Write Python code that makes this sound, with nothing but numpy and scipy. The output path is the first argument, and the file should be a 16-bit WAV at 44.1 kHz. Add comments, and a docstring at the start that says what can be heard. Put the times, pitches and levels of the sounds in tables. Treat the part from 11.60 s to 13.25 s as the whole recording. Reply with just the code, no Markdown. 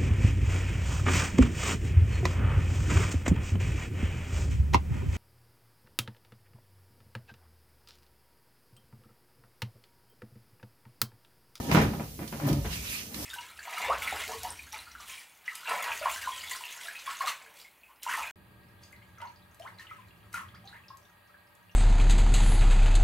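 """Someone squeezes over a seat in a garage, close to a two-port microphone, above low room noise and hiss.
First, knee and elbow knock hollow wooden panels: noise cracks, ringing modes and soft low blows.
Weight rumbles through the panels as random bumps, while a sleeve scuffs cardboard, mostly on the right, as grit.
Near 0.9 s one panel groans under a dragged load, a harmonic tone, among weaker blows and bright noise puffs.
Then the scuff returns with a moving resonance and drifts left, with a few faint knocks near the end."""
import sys
import numpy as np
from scipy import signal
from scipy.fft import rfft, irfft
from scipy.io import wavfile
from scipy.ndimage import uniform_filter1d

SR = 44100
rng = np.random.default_rng(int(sys.argv[2]) if len(sys.argv) > 2 else 0)


def dump(signal):
    """Clip the signal to [-1, 1] and save it as 16-bit WAV at the path in sys.argv[1]."""
    limited = np.clip(np.atleast_2d(signal).T, -1, 1)
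    pcm = np.round(limited * 32767).astype(np.int16)
    wavfile.write(sys.argv[1], SR, pcm)


def invert_db(x):
    """Field ratio 10**(x/20) for x, a level in decibels (scalar or array-like)."""
    u = np.asarray(x, float) / 20
    return 10 ** u


N = 72765

# modes of the wooden panels: pitch_hz, level_db, t60_s
PANEL_MODES = [(150.4, -3, 0.18), (220.8, -2, 0.12), (285.7, -4, 0.098), (386.5, -11, 0.15),
               (568, -9, 0.098), (683, -7.5, 0.039), (806, -11.5, 0.068), (943, -11, 0.053),
               (1254, -16, 0.065), (1772, -21.5, 0.16)]


def evened(x):
    """Scales to rms 1."""
    return x / np.sqrt(np.mean(x ** 2) + 1e-20)


def read(points, hz):
    """Reads a table on a log-frequency axis."""
    f, value = np.transpose(points)
    return np.interp(np.log(hz + 1), np.log(f + 1), value)


def curve(rows, column):
    """One column of a time table, for every sample."""
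    return np.interp(np.arange(N) / SR, [r[0] for r in rows], [r[column] for r in rows])


def colour(x, points, tilt_db=0):
    """Filters by a spectrum table, tilted about 1 kHz by tilt_db per octave."""
    hz = np.fft.rfftfreq(x.shape[-1], 1 / SR)
    gain_db = read(points, hz) + tilt_db * np.log2(hz / 1000 + 0.01)
    return irfft(rfft(x) * invert_db(gain_db), x.shape[-1])


def panned(x, pan_db):
    """Places a sound by its left-minus-right level."""
    return x * invert_db(np.array([pan_db / 2, -pan_db / 2])).reshape(2, -1)


def add(mix, start_s, sound):
    """Mixes a sound in at a time, cut at the end of the mix."""
    part = mix[:, round(start_s * SR):][:, :sound.shape[1]]
    part += sound[:, :part.shape[1]]


def sparse(per_s, spread_db, size):
    """Random clicks of random sign, a few of them large."""
    hits = rng.random(size) < per_s / SR
    sign = rng.choice([-1., 1.], size)
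    return hits * sign * invert_db(spread_db * np.minimum(rng.exponential(1, size), 4))


def mode(hz, level_db, t60_s, t):
    """One dying partial."""
    return invert_db(level_db - 60 * t / t60_s) * np.sin(2 * np.pi * hz * t)


def burst(points, tilt_db, size):
    """Noise that both ports share with a small random lag, plus a part of their own."""
    shared = rng.standard_normal(size)
    lag_samples = round(12 * rng.uniform(-1.346, 1))
    common = np.array([shared, np.roll(shared, lag_samples)])
    own = 0.98 * rng.standard_normal((2, size))
    return evened(colour(common + own, points, tilt_db))


def resonate(x, hz, width_hz):
    """A resonance that follows the curve hz: shift down to 0 Hz, low-pass, shift back."""
    turn = np.exp(2j * np.pi * np.cumsum(hz) / SR)
    r = np.exp(-np.pi * width_hz / SR)
    return 2 * (turn * signal.lfilter([1 - r], [1, -r], x / turn)).real


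def floor():
    """Steady noise, independent per channel: low room hum and microphone hiss."""
    # spectrum: freq_hz, level_db
    floor_spectrum = [(15, -44), (25, -3), (122, -8), (178, -10.5), (260, -9), (305, -13), (378, -20),
                      (410, -15), (1450, -40.5), (4600, -29.5), (15500, -26)]
    return invert_db(-42) * evened(colour(rng.standard_normal((2, N)), floor_spectrum))


def garage(x):
    """Sparse reflections, other ones per channel, each band dying at its own speed."""
    # decay: freq_hz, t60_s
    decay = [(100, 0.67), (500, 0.32), (2000, 0.28), (8000, 0.25)]
    taps = np.zeros((2, SR // 2))
    # one reflection at a random place in every 20 samples
    at = np.arange(100, SR // 2 - 20, 20) + rng.integers(0, 20, (2, (SR // 2 - 101) // 20))
    np.put_along_axis(taps, at, rng.choice([-1., 1.], at.shape), 1)
    hz, t, z = signal.stft(taps, SR, nperseg=512)
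    fade = invert_db(-60 * t / read(decay, hz)[:, None])
    tail = signal.istft(z * fade, SR, nperseg=512)[1]
    return signal.fftconvolve(x, tail / np.linalg.norm(tail[0]), axes=1)[:, :N]


def rumble():
    """Shifting weight bumps the panel modes at random; the frame adds deeper noise."""
    # panel rumble: time_s, level_db
    weight = [(0.0, -20.5), (0.018, -33.5), (0.09, -29), (0.146, -20.5), (0.266, -29), (0.44, -41.5),
              (0.546, -84), (0.62, -31.5), (0.702, -72), (0.73, -33.5), (0.772, -40), (0.904, -27),
              (1.088, -45.5), (1.492, -51.5), (1.65, -36)]
    # deep rumble of the frame: time_s, level_db
    frame = [(0.0, -38.5), (0.058, -64), (0.104, -32), (0.17, -42), (0.196, -22), (0.26, -27),
             (0.394, -38.5), (0.808, -48.5), (0.864, -40), (0.904, -29), (0.928, -26.5), (1.2, -36),
             (1.488, -56.5), (1.65, -39.5)]
    # spectrum of the deep rumble: freq_hz, level_db
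    deep_spectrum = [(20, -41), (54, 3.5), (81, -3.5), (103, -4), (140, -7), (200, -8), (260, -62)]
    bumps_per_s, bump_spread_db = 400, 1.5
    t = np.arange(16384) / SR
    ringing = np.zeros((2, N))
    for hz, level_db, t60_s in PANEL_MODES:
        bumps = sparse(bumps_per_s, bump_spread_db, (2, N))
        ringing += signal.oaconvolve(bumps, mode(hz, level_db, t60_s, t)[None])[:, :N]
    deep = colour(rng.standard_normal((2, N)), deep_spectrum)
    return invert_db(curve(weight, column=1)) * evened(ringing) + invert_db(curve(frame, column=1)) * evened(deep)


def groan():
    """Stick and slip at an unsteady rate shakes a panel into a low harmonic groan."""
    # slipping: time_s, slips_per_s, level_db
    slips = [(0.81, 151.0, -46), (0.844, 137, -30.5), (0.896, 129, -27), (0.922, 155, -22.5),
             (0.95, 146.0, -29), (1.02, 135, -40)]
    # harmonics: multiple, level_db
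    orders = [(1, 0.5), (2, -5.5), (3, -26), (4, -26.5), (6, -32), (7, -31)]
    t = np.arange(N) / SR
    jitter = 0.66 * uniform_filter1d(rng.standard_normal(N), 300)  # about 4 % rms after smoothing
    turns = np.cumsum(curve(slips, column=1) * (1 + jitter)) / SR
    wobble = 8 * uniform_filter1d(rng.standard_normal((len(orders), N)), 600, axis=1)
    tone = np.zeros(N)
    for (multiple, level_db), w in zip(orders, wobble):
        tone += invert_db(level_db) * (1 + w) * np.cos(2 * np.pi * multiple * turns)
    fade_s = 0.019
    gate = np.clip(np.minimum(t - slips[0][0], slips[-1][0] - t) / fade_s, 0, 1)
    return np.sqrt(2) * invert_db(curve(slips, column=2)) * gate * tone * np.ones((2, 1))


def scuff():
    """Cloth drags over cardboard: dense grit in patches, with a moving resonance of the board."""
    # course of the drag: time_s, level_db, treble_db, pan_left_minus_right_db
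    drag = [(0.0, -45, -0.5, -8), (0.105, -44.5, -1, -8.5), (0.116, -35.5, -52, -18), (0.132, -33, -4, -7),
            (0.164, -32, -24, -9), (0.306, -49.5, -10, -11.5), (0.585, -66, 4, -25),
            (0.836, -53.5, -2.5, -24.5), (0.896, -46.5, -16, -9), (1.02, -50.5, 0.5, -11.5),
            (1.092, -45.5, -0.5, -8), (1.134, -34, -1.5, -2.5), (1.217, -41.5, 1.5, -4),
            (1.262, -36.5, -1, -4), (1.334, -36.5, 5, -4), (1.39, -36, -2.5, -4), (1.51, -51.5, 4, -7.5),
            (1.552, -46, 6.5, -1), (1.65, -40, 5, -3)]
    # spectrum of the cardboard: freq_hz, level_db
    card_spectrum = [(500, -56), (603, -35), (968, -14), (1390, -12), (2390, -6.5), (3480, -8.5),
                     (5830, -6.5), (15500, -14.5)]
    # resonance moving as the contact slides: time_s, pitch_hz, share_db
    board = [(1.06, 2950, -20), (1.125, 2860, -5), (1.19, 2400, -13), (1.29, 2550, -11), (1.328, 2440, -4),
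             (1.39, 2750, -11), (1.52, 2800, -25), (1.57, 5350, -9)]
    grit_per_s, grit_spread_db, patch_db, board_width_hz = 5300, 2.5, 1.5, 380
    grit = evened(sparse(grit_per_s, grit_spread_db, (2, N)))
    grit = grit + burst([(20, 0), (20000, 0)], 0, size=N)
    note = resonate(grit, curve(board, column=1), board_width_hz)
    sound = evened(colour(grit, card_spectrum)) + invert_db(curve(board, column=2)) * evened(note)
    f, t, z = signal.stft(sound, SR, nperseg=512, noverlap=384)
    patches = uniform_filter1d(rng.standard_normal(z.shape[1:]), 8, 0)
    patches = evened(uniform_filter1d(patches, 10, 1))
    treble_db = np.interp(t, [r[0] for r in drag], [r[2] for r in drag])
    treble_share = np.clip(np.log2(f[:, None] / 5000 + 1e-3), 0, 1)  # 0 below 5 kHz, 1 above 10 kHz
    z = z * invert_db(patch_db * patches + treble_share * treble_db)
    sound = signal.istft(z, SR, nperseg=512, noverlap=384)[1][:, :N]
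    return panned(invert_db(curve(drag, column=1)) * sound, curve(drag, column=3))


def bright_puffs():
    """Short bright noise puffs without a body; two swell slowly in the high treble."""
    # puffs: start_s, level_db, pan_left_minus_right_db, t60_s, tilt_db_per_octave, rise_s
    puffs = [(0.126, -24.5, 9, 0.093, 9, 0.015), (0.676, -38, -8, 0.075, 3, 0.0036),
             (0.864, -25, 3, 0.13, 10.5, 0.017), (.886, -32.5, -9, 0.066, -1, 0.0022),
             (0.929, -29.5, -3.5, 0.042, 1, 0.002), (1.544, -31.5, -7.5, 0.045, -2.5, 0.001)]
    # spectrum: freq_hz, level_db
    puff_spectrum = [(590, -34), (1000, -11.5), (2740, -3.5), (4390, -1.5), (4810, -2.5), (15500, -13)]
    out, t = np.zeros((2, N)), np.arange(8192) / SR
    for start_s, level_db, pan_db, t60_s, tilt_db, rise_s in puffs:
        shape = np.minimum(t / rise_s, 1) * invert_db(level_db - 60 * t / t60_s)
        puff = shape * burst(puff_spectrum, tilt_db, size=len(t))
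        add(out, start_s - 0.001, panned(puff, pan_db))
    return out


def thuds():
    """Soft heavy blows: a low hollow note that swells in one cycle and rings briefly."""
    # blows: start_s, level_db, pitch_hz, t60_s
    blows = [(0.117, -12.5, 145, 0.062), (.143, -5, 166.7, 0.058), (0.17, -9, 152, 0.057),
             (0.196, -14, 213, 0.02), (0.257, -18, 110, 0.13), (0.866, -33, 233, 0.038),
             (0.881, -25.5, 582, 0.056), (0.898, -19, 290.4, 0.09), (1.051, -46, 128, 0.12),
             (1.64, -33, 240, .1)]
    out, t = np.zeros((2, N)), np.arange(8192) / SR
    for start_s, level_db, hz, t60_s in blows:
        swell = np.minimum(t * hz, 1) ** 2
        loss_db = 60 / hz / t60_s  # decay during the swell, made up for
        add(out, start_s, swell * mode(hz, level_db + loss_db, t60_s, t) * np.ones((2, 1)))
    return out


def knocks():
    """Each knock is a crumbly crack of noise with a snap at its start, plus the panel modes."""
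    # sharp blows: start_s, level_db, pan_left_minus_right_db, tilt_db_per_octave, snap_share
    blows = [(0.087, -24, 1, -1.5, 0.15), (0.113, -20.5, -2.5, 0, 0.51), (0.146, -12.5, -6.5, -2, 0.32),
             (0.172, -15, 2.5, -3, 1), (0.196, -23, -4.5, -1, 0.16), (0.214, -27, -2, 2, 0.66),
             (0.254, -23, -6, -9, 0.32), (0.331, -34, -2.5, -3, 0.41), (0.397, -30.5, -0.5, -3.5, 0.72),
             (0.591, -32.5, -1, -3.5, 0.85), (0.618, -35.5, -5.5, -3, 0.64), (0.726, -31.5, -0.5, -2, 0.64),
             (0.798, -30.5, 3.5, -3.5, 0.35), (0.828, -37, 3, -1.5, 0.5), (0.851, -31, 3, -2.5, 0.48),
             (0.872, -29, 1.5, -1.5, 0.3), (1.045, -29, 0.5, -0.5, 0.14), (1.505, -41, 1, -4, 0.1),
             (1.556, -34, 5, -7, 0.25), (1.584, -37, -1, -4, 0.14), (1.617, -41, -3, -7.5, 0.26)]
    # spectrum of the crack: freq_hz, level_db
    crack_spectrum = [(120, -79), (200, -3), (400, -7.5), (900, -11), (2400, -14), (3300, -21),
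                      (4660, -26.5), (7620, -28), (15500, -34)]
    crack_db, body_db, crumble_db = -3, -11, 3
    crack_t60_s, snap_decay_s = 0.17, 0.0028
    full_snap_rise_s = 0.0016  # a weak snap swells more slowly
    out, t = np.zeros((2, N)), np.arange(8192) / SR
    for start_s, level_db, pan_db, tilt_db, snap in blows:
        crumbs = invert_db(crumble_db * evened(uniform_filter1d(rng.standard_normal(len(t)), size=90)))
        rise = np.minimum(t * snap / full_snap_rise_s, 1)
        shape = crumbs * invert_db(-60 * t / crack_t60_s) + snap * np.exp(-t / snap_decay_s)
        crack = shape * burst(crack_spectrum, tilt_db, size=len(t))
        body = np.zeros(len(t))
        for hz, mode_db, t60_s in PANEL_MODES:
            detune, strength = rng.standard_normal(2)
            body += mode(hz * (1 + 0.051 * detune), mode_db + 4 * strength, t60_s, t)
        knock = invert_db(level_db) * rise * (invert_db(crack_db) * crack + invert_db(body_db) * body)
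        add(out, start_s - 0.001, panned(knock, pan_db))
    return out


def scene():
    """Blows and puffs ring in the garage over rumble, groan, scuff and floor."""
    sharp, dull = knocks() + bright_puffs(), thuds()
    room = garage(invert_db(-3) * sharp + invert_db(-10) * dull)
    return floor() + rumble() + groan() + scuff() + room + dull + sharp


def top_cut(x):
    """Nothing passes above the cut-off."""
    return signal.sosfilt(signal.butter(12, 16750, fs=SR, output="sos"), x)


def record(dry):
    """Two close ports hear the bass nearly alike; the microphone limits the band."""
    # side gain: freq_hz, gain_db
    width = [(60, -20.5), (150, -19), (300, -10), (600, -5), (1200, 0.5), (8000, 0)]
    # microphone response: freq_hz, gain_db
    mic_response = [(20, -46), (33, -25), (48, -2), (6600, -2), (7200, -5.5), (9500, -4), (11000, -1),
                    (15500, -1.5), (15800, -60)]
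    mid = (dry[0] + dry[1]) / 2
    side = colour((dry[0] - dry[1]) / 2, width)
    heard = colour(np.array([mid + side, mid - side]), mic_response)
    return top_cut(heard)


dry = scene()
out = record(dry)
dump(out)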